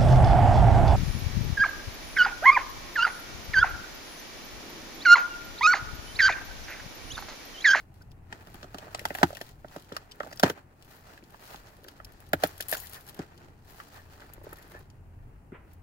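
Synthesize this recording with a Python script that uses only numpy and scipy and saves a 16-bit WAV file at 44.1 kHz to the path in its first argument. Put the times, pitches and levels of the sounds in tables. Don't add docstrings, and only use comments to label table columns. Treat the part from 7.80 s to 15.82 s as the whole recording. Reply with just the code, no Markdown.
import sys
import numpy as np
from scipy import signal
from scipy.fft import rfft, irfft, next_fast_len
from scipy.io import wavfile
from scipy.ndimage import uniform_filter1d

SR = 44100
rng = np.random.default_rng(int(sys.argv[2]) if len(sys.argv) > 2 else 0)


def decibels_to_gain(level_db):
    exponent = np.asarray(level_db, float) / 20
    return 10 ** exponent


def pcm_store(signal):
    levels = np.round(np.clip(np.atleast_2d(signal), -1, 1) * 32767)
    wavfile.write(sys.argv[1], SR, levels.astype(np.int16).T)


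N = 353682


def on_log(table, hz):
    at, value = np.transpose(table)
    return np.interp(np.log(hz + 1), np.log(at + 1), value)


def unit(x):
    return x / np.sqrt(np.mean(x ** 2))


def walk(rate):
    k = int(SR / rate)
    held = np.repeat(rng.standard_normal(N // k + 1), k)
    return 1.3 * uniform_filter1d(uniform_filter1d(held, k), k)[:N]


def street(alike_hz=450., left_db=0.8, flicker_db=2.5):
    # hz, level_db (per Hz)
    street_colour = [(25, -5), (45, 0.5), (62, -6.5), (125, -2.5), (170, -10), (300, -20), (500, -25),
                     (800, -21.5), (1150, -29), (1900, -36), (2800, -39), (3400, -51.5), (8000, -47),
                     (15500, -48)]
    # hz, width_hz, boost_db
    cab_air = [(45, 30, 3), (87.5, 6.5, 11), (776, 150, 0.5), (2600, 500, 1.5)]
    # time_s, level_db
    surge = [
        (0.0, -64),
        (0.85, -59),
        (3.28, -69),
        (4.87, -62.5),
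        (5.689, -64.5),
        (7.0, -63),
        (7.25, -58),
        (7.6, -62),
        (8.02, -57.5),
    ]
    hz = np.arange(N // 2 + 1) * SR / N
    mid, side = rfft(rng.standard_normal((2, N))) * decibels_to_gain(on_log(street_colour, hz))
    for air_hz, width_hz, db in cab_air:
        boost = 1 + (decibels_to_gain(db) - 1) / (1 + (2 * (hz - air_hz) / width_hz) ** 2)
        mid, side = mid * boost, side * boost
    alike = .97 / (1 + (hz / alike_hz) ** 2)
    mid, side = mid * np.sqrt(1 + alike), side * np.sqrt(1 - alike)
    spectrum = np.array([mid + side, mid - side])
    spectrum *= decibels_to_gain(-51) / np.std(irfft(mid, N))
    s, db = np.transpose(surge)
    swell_db = np.interp(np.arange(N) / SR, s, db - np.interp(7.4, s, db))
    swell = decibels_to_gain(swell_db + flicker_db * walk(7.2))
    low = 1 / (1 + (hz / 150) ** 4)
    rumble = irfft(spectrum * low, N) * swell
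    steady = irfft(spectrum * (1 - low), N)
    return (rumble + steady) * decibels_to_gain(np.array([[left_db], [-left_db]]))


def resonate(x, part):
    box_parts = {"hollow": (95, 420, -1), "panel": (400, 1250, 1), "flap": (1250, 3200, -1),
                 "box": (400, 2800, 1), "paper": (3200, 8000, -1), "film": (9600, 16500, 1)}
    low_hz, high_hz, polarity = box_parts[part]
    band = signal.butter(2, (low_hz, high_hz), "band", fs=SR, output="sos")
    return polarity * signal.sosfilt(band, x)


def ring(hz, t60, t):
    return np.sin(2 * np.pi * hz * t) * np.exp(-np.log(1000) * t / t60)


def tear(draw, tear_s, main):
    t = np.arange(draw.shape[1]) / SR / tear_s
    rate = np.sqrt(t) * np.exp(-t) * np.where(t < 1, .3, 1)
    spray = draw[3] * (draw[4] > 1.4) * rate
    spray[int(tear_s * SR)] = main
    return spray


def cab(x, noise, shared_hz=1430.0, gap_s=0.00091, wet_db=0, early_s=0.0035, late_db=-10):
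    t60_s, cab_db = 0.062, -2.5
    t = np.arange(noise.shape[1]) / SR
    late = decibels_to_gain(late_db) * np.exp(-np.log(1000) * t / t60_s)
    echo = noise * (np.exp(-t / early_s) + late) * (t > gap_s)
    bass = signal.sosfilt(signal.butter(2, shared_hz, fs=SR, output="sos"), echo)
    echo = echo[:2] - bass[:2] + bass[2]
    echo *= decibels_to_gain(cab_db + wet_db) / np.sqrt(np.sum(echo ** 2, axis=1, keepdims=True))
    echo[:, 0] = 1
    return signal.fftconvolve(x[None], echo)


def add(out, s, burst, part, db):
    arrival_s = 0.00017
    i = int((s + arrival_s) * SR)
    burst = resonate(burst, part)[:, :N - i]
    energy = np.sum(burst ** 2, axis=1, keepdims=True)
    out[:, i:i + burst.shape[1]] += burst * decibels_to_gain(db) / np.sqrt(energy * 100 / SR)


def ticks(tear_s=.0013, click=3.63, film_db=-2.26, early_s=0.0039, detune=.035, paper_db=0.24):
    # hz, level_db, t60_s
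    paper_modes = [(3330, 7, 0.0016), (4300, -2.5, 0.0011), (5520, -4.5, 0.0021), (7650, -6.5, 0.0023)]
    film_modes = [(8600, -17.5, 0.0015), (11000, -10, .002), (12500, 0, 0.003), (14400, -1, 0.002),
                  (15900, -1, .002)]
    # start_s, paper_db, film_db (over paper)
    blade_ticks = [(.2198, -67, 2), (.3152, -61, -7), (.5251, -46.5, -20), (.7416, -54.5, -0.5),
                   (.8284, -49, -21), (.944, -48, -9), (.9827, -47, -5.5), (1.1462, -36.5, -17),
                   (1.192, -43, -6.5), (1.2525, -33, -7.5), (1.284, -53, -3), (1.342, -51.5, 0),
                   (1.3495, -41, -1.5), (1.3718, -54.5, 3), (1.3844, -48, 0.5), (1.4043, -58.5, -3),
                   (1.43, -26.5, -12), (1.5284, -54, -13), (1.5485, -48.5, -3.5), (1.5685, -47, -5),
                   (1.6125, -42, -9), (1.962, -52, -8), (1.996, -59, -3), (2.021, -59, -2),
                   (2.1222, -48.5, -15), (2.1648, -37.5, -10.5), (2.3173, -47, -15.5), (2.4, -50, -12.5)]
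    peel_ticks = [(4.5314, -32, -1), (4.6352, -30, -1), (4.6711, -53, 12.5), (4.7777, -58, 9),
                  (4.806, -35.5, 0), (4.823, -45, 2), (4.883, -54.5, 19.5), (4.8933, -54.5, 18.5),
                  (4.9028, -55, 16), (4.913, -50, 20.5), (4.9258, -37, 3), (4.933, -38, 3), (4.95, -49, 6),
                  (4.969, -46.5, 4), (5.0, -55, 14.5), (5.058, -54, 0), (5.069, -49.5, 2),
                  (5.095, -72.5, 24), (5.132, -54, 9), (5.143, -49.5, 3), (5.2073, -60, 5),
                  (5.276, -58.5, 6), (5.287, -53, 3), (5.344, -56, 1.5), (5.39, -49.5, -10)]
    seam_ticks = [(2.528, -51, -6), (2.5582, -66, 10.5), (2.572, -58, -15), (2.5959, -38.5, 0),
                  (2.633, -24, -12.5), (2.6969, -35.5, -12), (3.046, -65, 1), (3.376, -60, -8),
                  (3.023, -56.5, -9), (3.758, -50.5, -13), (4.041, -56, -1), (4.0831, -49, -4),
                  (4.246, -53, 1.5), (4.3202, -67, 7), (4.402, -62.5, 6.5), (5.576, -58, -8),
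                  (6.0015, -76, 7), (6.534, -61.5, 14.5), (6.729, -60, 11.5), (6.758, -61, -3),
                  (6.785, -64, 6), (6.82, -66, 3), (6.99, -70.5, 10), (7.9326, -72, 12)]
    small_ticks = [(.003, -63, -4), (0.14, -70, 2), (.158, -82, 4), (.183, -84, 2), (.6205, -78, -10),
                   (0.6703, -58, -5), (1.175, -57, -4), (1.227, -63, -4), (1.305, -59.5, -6),
                   (1.504, -61, 4), (1.664, -57.5, -8), (1.69, -59.5, -1.5), (1.8818, -58, -12),
                   (1.9407, -72, -8), (2.0444, -63, -9.5), (2.0901, -61, -10), (2.312, -57, -11),
                   (2.356, -71, 6), (2.43, -55.5, -15), (2.446, -59.5, -8), (2.47, -60.5, -2),
                   (2.514, -60.5, -10), (3.4376, -60.5, -8), (3.504, -65.5, 2), (3.5434, -76, -8),
                   (3.6641, -62, -13), (3.704, -56, -3.5), (3.87, -66, -12), (3.966, -66, 0),
                   (4.034, -66, 3), (4.112, -69, 4), (4.332, -71, 5.5), (4.354, -73, -10.5),
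                   (4.4643, -63, -3.5), (4.4884, -66.5, 6.5), (4.944, -44, 3.5), (5.111, -62.5, 3),
                   (5.124, -59.5, 8), (5.2449, -71, 7), (5.293, -51.5, 3), (5.3268, -65, -4),
                   (5.3672, -62, 0), (6.035, -74, 8), (6.083, -69, 7), (6.403, -58, -21),
                   (6.633, -75, 12.5), (6.642, -72.5, 13), (6.691, -64, 2), (6.709, -68, 4),
                   (6.769, -69, 9), (6.826, -78, 5), (6.877, -78, 14),
                   (.841, -58, -14), (1.3, -57, -8), (2.6284, -31, -10), (4.652, -49, 0), (4.978, -56, 10),
                  (4.994, -60, 10), (5.036, -62, 8), (5.2651, -61, 4), (5.8502, -74, -3), (5.988, -74, 10),
                  (7.1, -62, -9), (6.416, -63, -15), (5.6, -70, -4), (6.590, -74, 0), (6.637, -72, 12),
                  (6.8245, -61, 3)]
    out, t = np.zeros((2, N)), np.arange(4000) / SR
    rows = blade_ticks + peel_ticks + seam_ticks + small_ticks
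    chance = rng.standard_normal((len(rows), 5, len(t)))
    for (s, paper, film), draw in zip(rows, chance):
        glue = tear(draw, tear_s, main=2.1)
        heard = cab(glue, draw[:3], gap_s=0.00052, wet_db=2.7, early_s=early_s, late_db=-9)
        for part, modes, db in (("film", film_modes, paper + film + film_db),
                                ("paper", paper_modes, paper + paper_db)):
            body = sum(decibels_to_gain(gain_db) * ring(hz * (1 + detune * k), t60, t[:600])
                       for (hz, gain_db, t60), k in zip(modes, draw[4, ::-1]))
            body[0] = click
            add(out, s, signal.fftconvolve(heard, body[None]), part, db)
    return out


def pressure():
    # hardest_s, rise_s, fall_s, level_db, film_db (over box)
    blade_strokes = [(.54, 0.063, 0.097, -56.5, -19), (.76, 0.29, 0.45, -57, -12),
                     (.99, 0.045, 0.79, -54, -16), (1.28, 0.11, 0.47, -55, -4.5),
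                     (1.399, 0.13, 0.18, -49, -10), (1.64, 0.33, 0.18, -58.5, -4.5),
                     (1.909, 0.14, 0.12, -51.5, -11), (2.15, 0.063, 0.084, -49.5, -17),
                     (2.42, 0.12, 0.26, -57, -16), (2.6, 0.15, 0.041, -58, -8),
                     (2.643, 0.0084, 0.033, -27, -20.5), (2.7, 0.07, 0.021, -45, -4.5),
                     (2.779, 0.11, 0.033, -52.5, -20.5)]
    hand_strokes = [(.005, .05, 0.041, -64, -6), (0.159, 0.065, 0.2, -71, -8),
                    (5.9, 0.046, 0.19, -58, -4.5), (6.9, 0.015, 0.093, -75, 11),
                    (3.12, 0.098, 0.16, -58, -7), (3.31, 0.15, 0.093, -55.5, -12),
                    (3.73, 0.16, 0.067, -50.5, -7), (3.88, 0.076, 0.089, -56.5, -10.5),
                    (4.1, 0.19, 0.5, -65, -12.5), (4.47, 1, 0.97, -62.5, -12),
                    (4.651, 0.046, 0.046, -44.5, -6.5), (4.82, 0.13, 0.079, -54.5, -6),
                    (4.931, 0.032, 0.066, -42, -4), (5.02, 0.19, 0.093, -59, 3),
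                    (5.159, 0.19, 0.087, -53, -4), (5.28, 0.039, 0.056, -55, -9),
                    (5.411, 0.07, 0.061, -50.5, -18), (5.65, 0.3, 0.13, -59, -17.5),
                    (6., 0.088, 0.14, -55, -8.5), (6.172, 0.091, 0.06, -52.5, -11),
                    (6.43, 0.24, 0.23, -56.5, -14.5), (6.661, 0.051, 1, -57, -14),
                    (6.96, 0.082, 0.043, -55.5, -17), (7.92, .06, 0.06, -57.5, -6),
                    (4.89, .006, .04, -57, 10), (5.05, .04, .025, -62, -1), (6.33, 0.092, 0.093, -63, -6)]
    # from_s, to_s (a row whose to_s comes before its from_s hushes nothing)
    lifts = [
        (.33, 0.47),
        (1.73, 1.914),
        (2.82, 2.5),
        (5.71, 5.58),
        (7.05, 8.5),
    ]
    rest_db = {"hollow": -68, "box": -72.5, "paper": -93.5, "film": -91.5}
    drop_db = 12
    paper_share = 0.57
    hollow_db, hollow_slope, hollow_top_db = -26.5, -1.2, -1.5
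    lift_db, lift_s = -12.5, 0.077
    t, power = np.arange(0, N, 64) / SR, 0
    for s, rise, fall, db, film in blade_strokes + hand_strokes:
        away = np.where(t < s, (s - t) / max(rise, .002), (t - s) / max(fall, .002))
        hollow = min(hollow_db + hollow_slope * film, hollow_top_db)
        tilt = np.array([hollow, 0, paper_share * film, film])
        power = power + decibels_to_gain(db - drop_db * away + tilt[:, None]) ** 2
    off = sum(np.clip(np.minimum(t - a, b - t) / lift_s + .5, 0, 1) for a, b in lifts)
    power = power * decibels_to_gain(lift_db * off) ** 2
    now = np.arange(N) / SR
    return {part: np.interp(now, t, np.sqrt(row + decibels_to_gain(db) ** 2))
            for (part, db), row in zip(rest_db.items(), power)}


def rubbing(grain_db=2.0, per_s=900., flicker_db=1.0, hiss=0.45, alike_hz=981.0, rub_db=0.5,
            patchy_db=1.26, slip_t60=0.0086):
    # hz, level_db (per Hz)
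    rub_colour = [(130, -11), (430, -2), (650, -4.5), (800, -2.5), (1100, -4.5), (1450, -3), (1900, -6),
                  (2250, -5.5), (3500, -14), (4500, -16), (7000, -23), (9000, -19.5), (12300, -23.5),
                  (15500, -18.5)]
    slip_size = decibels_to_gain(grain_db * np.minimum(rng.exponential(size=N), 3.5))
    slips = (rng.random(N) < per_s / SR) * slip_size
    t = np.arange(1500) / SR
    slip_echo = np.exp(-2 * np.log(1000) * t / slip_t60)
    grain = signal.fftconvolve(unit(slips) ** 2, slip_echo)[:N]
    drive = rng.standard_normal((2, N)) * np.sqrt(hiss + grain / np.mean(grain))
    hz = np.arange(N // 2 + 1) * SR / N
    alike = .95 / (1 + (hz / alike_hz) ** 2)
    mid, side = rfft(drive) * decibels_to_gain(on_log(rub_colour, hz)) * np.sqrt([1 + alike, 1 - alike])
    drive = irfft(np.array([mid + side, mid - side]), N)
    out, grip = 0, flicker_db * walk(30)
    for part, gain in pressure().items():
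        voice = unit(resonate(resonate(drive, part), part))
        out = out + voice * gain * decibels_to_gain(grip + patchy_db * walk(45) + rub_db)
    return out


def squeaks(fade=0.46):
    # start_s, length_s, pitch_hz, level_db
    squeak_rows = [(1.146, 0.0033, 4800, -43.5), (2.312, 0.0089, 5000, -52), (2.506, 0.0085, 4800, -59),
                   (2.525, 0.0073, 5040, -50), (2.573, 0.003, 5100, -45), (2.596, 0.003, 5100, -34),
                   (0.219, 0.0047, 5040, -62), (0.308, 0.005, 5040, -66), (4.635, 0.003, 4330, -32),
                   (4.946, 0.0084, 4400, -48), (4.968, 0.022, 7000, -52), (5.01, 0.042, 14000, -51),
                   (5.033, 0.025, 1900, -53), (5.161, 0.016, 1730, -53), (5.417, 0.0067, 1900, -54),
                   (6.15, 0.046, 1760, -59), (6.49, 0.01, 4560, -70), (6.78, 0.015, 1770, -57),
                   (6.937, 0.03, 1740, -52), (4.246, 0.004, 5120, -49), (4.08, 0.0063, 4620, -53),
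                   (0.21, 0.0052, 1470, -58)]
    sharpness_q = 15
    out, t = np.zeros((2, N)), np.arange(6000) / SR
    chance = rng.standard_normal((len(squeak_rows), len(t)))
    for (s, length, hz, db), draw in zip(squeak_rows, chance):
        shape = np.exp(-np.maximum(t - length, 0) / (fade * length + .001))
        tone = signal.lfilter(*signal.iirpeak(hz, sharpness_q, fs=SR), draw * shape)
        i = int(s * SR)
        out[:, i:i + len(t)] += tone * decibels_to_gain(db) / np.sqrt(np.mean(tone[:int(length * SR)] ** 2))
    return out


def snaps(tear_s=0.0012, panel_t60=0.008, flap_t60=0.0064, spread=0.17, panel_db=2.5, thump_db=2.0,
          flap_db=0.23, hollow_ring=0.78):
    # hz, level_db, t60_s
    hollow_modes = [(86, -12.5, 0.28), (126, -10, .1), (164, -1, 0.086), (269, 0.5, 0.062),
                    (338, -0.5, 0.091), (388.4, 4, .055)]
    # start_s, panel_db, thump_db (over panel), flap_db (over panel), flap_hz
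    first_cut = [(.6691, -58, 1, 4, 1330), (0.8275, -51.5, -4, 4, 1250), (.841, -49, 0, -4, 1400),
                 (0.9429, -43, 1, -1, 1300), (0.9831, -50.5, -15, 4, 3440), (1.0248, -54.5, 0.5, 2.5, 1520),
                 (1.067, -51.5, -10, -8, 1400), (1.0783, -51.5, -16, -1, 1200),
                 (1.146, -40.5, -15, 4.5, 950), (1.185, -53, -5, 3, 1710), (1.3035, -38, -4, 0.5, 1990),
                 (1.413, -39, -26, -9.5, 1470), (1.503, -43, -30, -9, 1505),
                 (1.5273, -43.5, -23, -15, 1812), (1.5533, -53.5, -9, 6.5, 3170),
                 (1.5682, -54.5, -4, 9.5, 1900), (1.6103, -41.5, -6.5, 0, 1930)]
    second_cut = [(1.8439, -44.5, -5.5, -7, 1530), (1.96, -41, -1, -7, 1530), (2.164, -46, -24, 11.5, 1310),
                  (2.4028, -35, -28, 2, 1490), (2.431, -53.5, 1, 10, 1300), (2.444, -50, -13, -11.5, 1090),
                  (2.462, -47, -11.5, -11, 1560), (2.5258, -50, -12.5, 2.5, 1900),
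                  (2.596, -45.5, -16.5, 5, 1450), (2.6282, -35.5, -8.5, 3, 1800),
                  (2.632, -18, -1, -1.5, 1625), (2.658, -40.5, 10, -11, 1610),
                  (2.47, -48, -7.5, -6.5, 1600), (2.512, -54.5, -8.5, 1.5, 1600)]
    tearing = [(3.7173, -55, -19, -13, 1600), (4.199, -54.5, -9, 8.5, 1390), (4.532, -25, -3.5, 1, 1710),
               (4.625, -49, -1, 2, 1310), (4.632, -36, -9, -5, 1280), (4.6345, -22, -9.5, -7, 1700),
               (4.651, -43, 0, 2, 1700), (4.8022, -47.5, -7, 9, 1920), (4.9245, -33.5, -13.5, 3.5, 1880),
               (4.934, -43.5, -13, 7, 1780), (4.9484, -62.5, -16, 25.5, 1600), (5.39, -44, 11, -5, 1600)]
    lid_knocks = [(1.193, -55, -6, 14, 2300), (1.213, -47, -7, -14, 1630), (2.118, -41, -2, -3.5, 1380),
                  (2.698, -30, -8, -2, 1520), (3.375, -72, -13, 20, 1960), (3.424, -57.5, 3, -4, 2640),
                  (3.985, -60, -10, -15, 1500), (4.029, -58, -12, -14, 1500), (4.045, -53, -12, -0.5, 1600),
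                  (4.061, -56, -10, -22, 1500), (4.072, -60, -14, -15, 1500), (4.082, -59.5, -15, 8, 1460),
                  (6.4194, -59.5, -4, 9.5, 1620), (6.577, -53, -8, -12, 1770), (6.612, -53, -11, -18, 1310),
                  (6.639, -50.5, -29, -28, 1150), (6.6661, -43.5, -26, -17, 1580),
                  (6.726, -47.5, -25, 1, 1420), (6.947, -49, -10, -13, 1753), (7.719, -58, 16.5, 1, 1553)]
    taut_snaps = [
        (0.5241, -47, -4, 6.5, 1970),
        (0.7428, -55, 6.5, 3, 1250),
        (1.3485, -39.5, -16, 4.5, 1940),
        (1.3838, -45, -9.5, 4, 1960),
        (1.4288, -18, -1.5, 3, 1560),
        (3.5425, -54.5, -26, 3, 1250),
        (3.742, -50.5, -3.5, 2, 1070),
        (1.2516, -32, -15.5, 4.5, 1520),
        (5.999, -53.5, -14, 12, 1436),
    ]
    side_hz, lid_hz, taut_hz, grip_detune = 662.5, 425, 900, 0.03
    lid_ring = 1.9
    out, t = np.zeros((2, N)), np.arange(int(.15 * SR)) / SR
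    near = 1 + spread * np.array([-1.5, -0.5, 2.3, 7.0])
    weight = decibels_to_gain(np.array([-3.5, 6.0, -4.5, -11.5])) * [-1, 1, -1, 1]
    facing = (-1) ** np.arange(len(hollow_modes))
    rows = [(*row, side_hz) for row in first_cut + second_cut + tearing]
    rows += [(*row, lid_hz) for row in lid_knocks]
    rows += [(*row, taut_hz) for row in taut_snaps]
    chance = rng.standard_normal((len(rows), 5, 4000))
    for (s, panel, thump, flap, flap_hz, panel_hz), draw in zip(rows, chance):
        ring_s = panel_t60 * (lid_ring if panel_hz == lid_hz else 1)
        panel_hz = panel_hz * (1 + grip_detune * draw[4, -1])
        fibres = tear(draw, tear_s, main=8.3)
        heard = cab(fibres, draw[:3], wet_db=-1.5)
        detune = 1 + .04 * draw[3, -len(hollow_modes):]
        hollow = sum(f * decibels_to_gain(db) * ring(hz * k, t60 * hollow_ring, t)
                     for (hz, db, t60), k, f in zip(hollow_modes, detune, facing))
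        panel_body = weight @ ring(panel_hz * near[:, None], ring_s, t)
        flap_body = weight @ ring(flap_hz * near[:, None], flap_t60, t)
        add(out, s, signal.fftconvolve(heard, panel_body[None]), "panel", panel + panel_db)
        add(out, s, signal.fftconvolve(heard, flap_body[None]), "flap", panel + flap + flap_db)
        push = signal.fftconvolve(np.abs(fibres), hollow) * np.ones((2, 1))
        add(out, s, push, "hollow", panel + thump + thump_db)
    return out


def far_thud(side_db=-4, tilt_hz=2000):
    # start_s, loudest_s, fade_s, tail_s, level_db, tail_db
    thud = (7.722, 7.756, .014, .12, -50, -11)
    start, end, fade, tail, db, tail_db = thud
    low_hz, high_hz = 600, 3450
    t = np.arange(N) / SR
    rise = np.clip((t - start) / (end - start), 0, 1) ** .6
    after = np.maximum(t - end, 0)
    glass = signal.cheby2(4, 40, (low_hz / 3, high_hz * 1.3), "band", fs=SR, output="sos")
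    mid, side = signal.sosfilt(glass, rng.standard_normal((2, N)))
    side = decibels_to_gain(side_db) * side
    scuff = signal.lfilter(*signal.butter(1, tilt_hz, fs=SR), np.array([mid + side, mid - side]))
    decay = np.exp(-after / fade) + decibels_to_gain(tail_db) * np.exp(-after / tail)
    return unit(scuff) * decibels_to_gain(db + .8 * walk(60)) * rise * decay


def ports(x):
    # hz, left_minus_right_db
    port_db = [(60, 3), (110, 4), (200, 0.5), (380, 4), (700, -9), (1290, -5.5), (2380, 8.5), (4400, -2),
               (8120, 12), (15000, 9.5)]
    # hz, lead_rad
    port_lead = [(600, 0), (1290, 4.3), (1980, 5), (2840, 8.8), (3880, 10.5), (16000, 46)]
    # hz, width_hz, level_db
    mic_cavity = [(283, 22, 3), (520, 58, -4.5), (590, 88, 2), (1250, 140, 0), (1852, 280, 3),
                  (2222, 330, -5.5), (3630, 410, -3), (4800, 970, 0.5), (7000, 550, 3), (9500, 1500, -1)]
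    size = next_fast_len(N + 4096)
    hz = np.arange(size // 2 + 1) * SR / size
    half = decibels_to_gain(on_log(port_db, hz) / 2)
    at, lead = np.transpose(port_lead)
    lag = np.exp(-1j * np.interp(hz, at, lead))
    cavity_db = sum(db / (1 + (2 * (hz - peak_hz) / width) ** 2) for peak_hz, width, db in mic_cavity)
    ceps = irfft(np.log(decibels_to_gain(cavity_db)), size)
    i = np.arange(size)
    cavity = np.exp(rfft(ceps * (1 + np.sign(size / 2 - i) * (i > 0))))
    left = irfft(rfft(x[0], size) * cavity * half, size)
    right = irfft(rfft(x[1], size) * cavity * lag / half, size)
    return np.array([left, right])[:, :N]


def scene():
    box = snaps() + rubbing() + squeaks() + ticks()
    return ports(box) + street() + far_thud()


def band_limit(x):
    return signal.sosfilt(signal.butter(12, 17020, fs=SR, output="sos"), x)


def record(dry):
    rounded = np.tanh(dry)
    low_pass = signal.ellip(8, .2, 26, 15800, fs=SR, output="sos")
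    cut = signal.sosfilt(low_pass, (dry + rounded) / 2)
    return band_limit(np.clip(cut, -.93, .93))


dry = scene()
out = record(dry)
pcm_store(out)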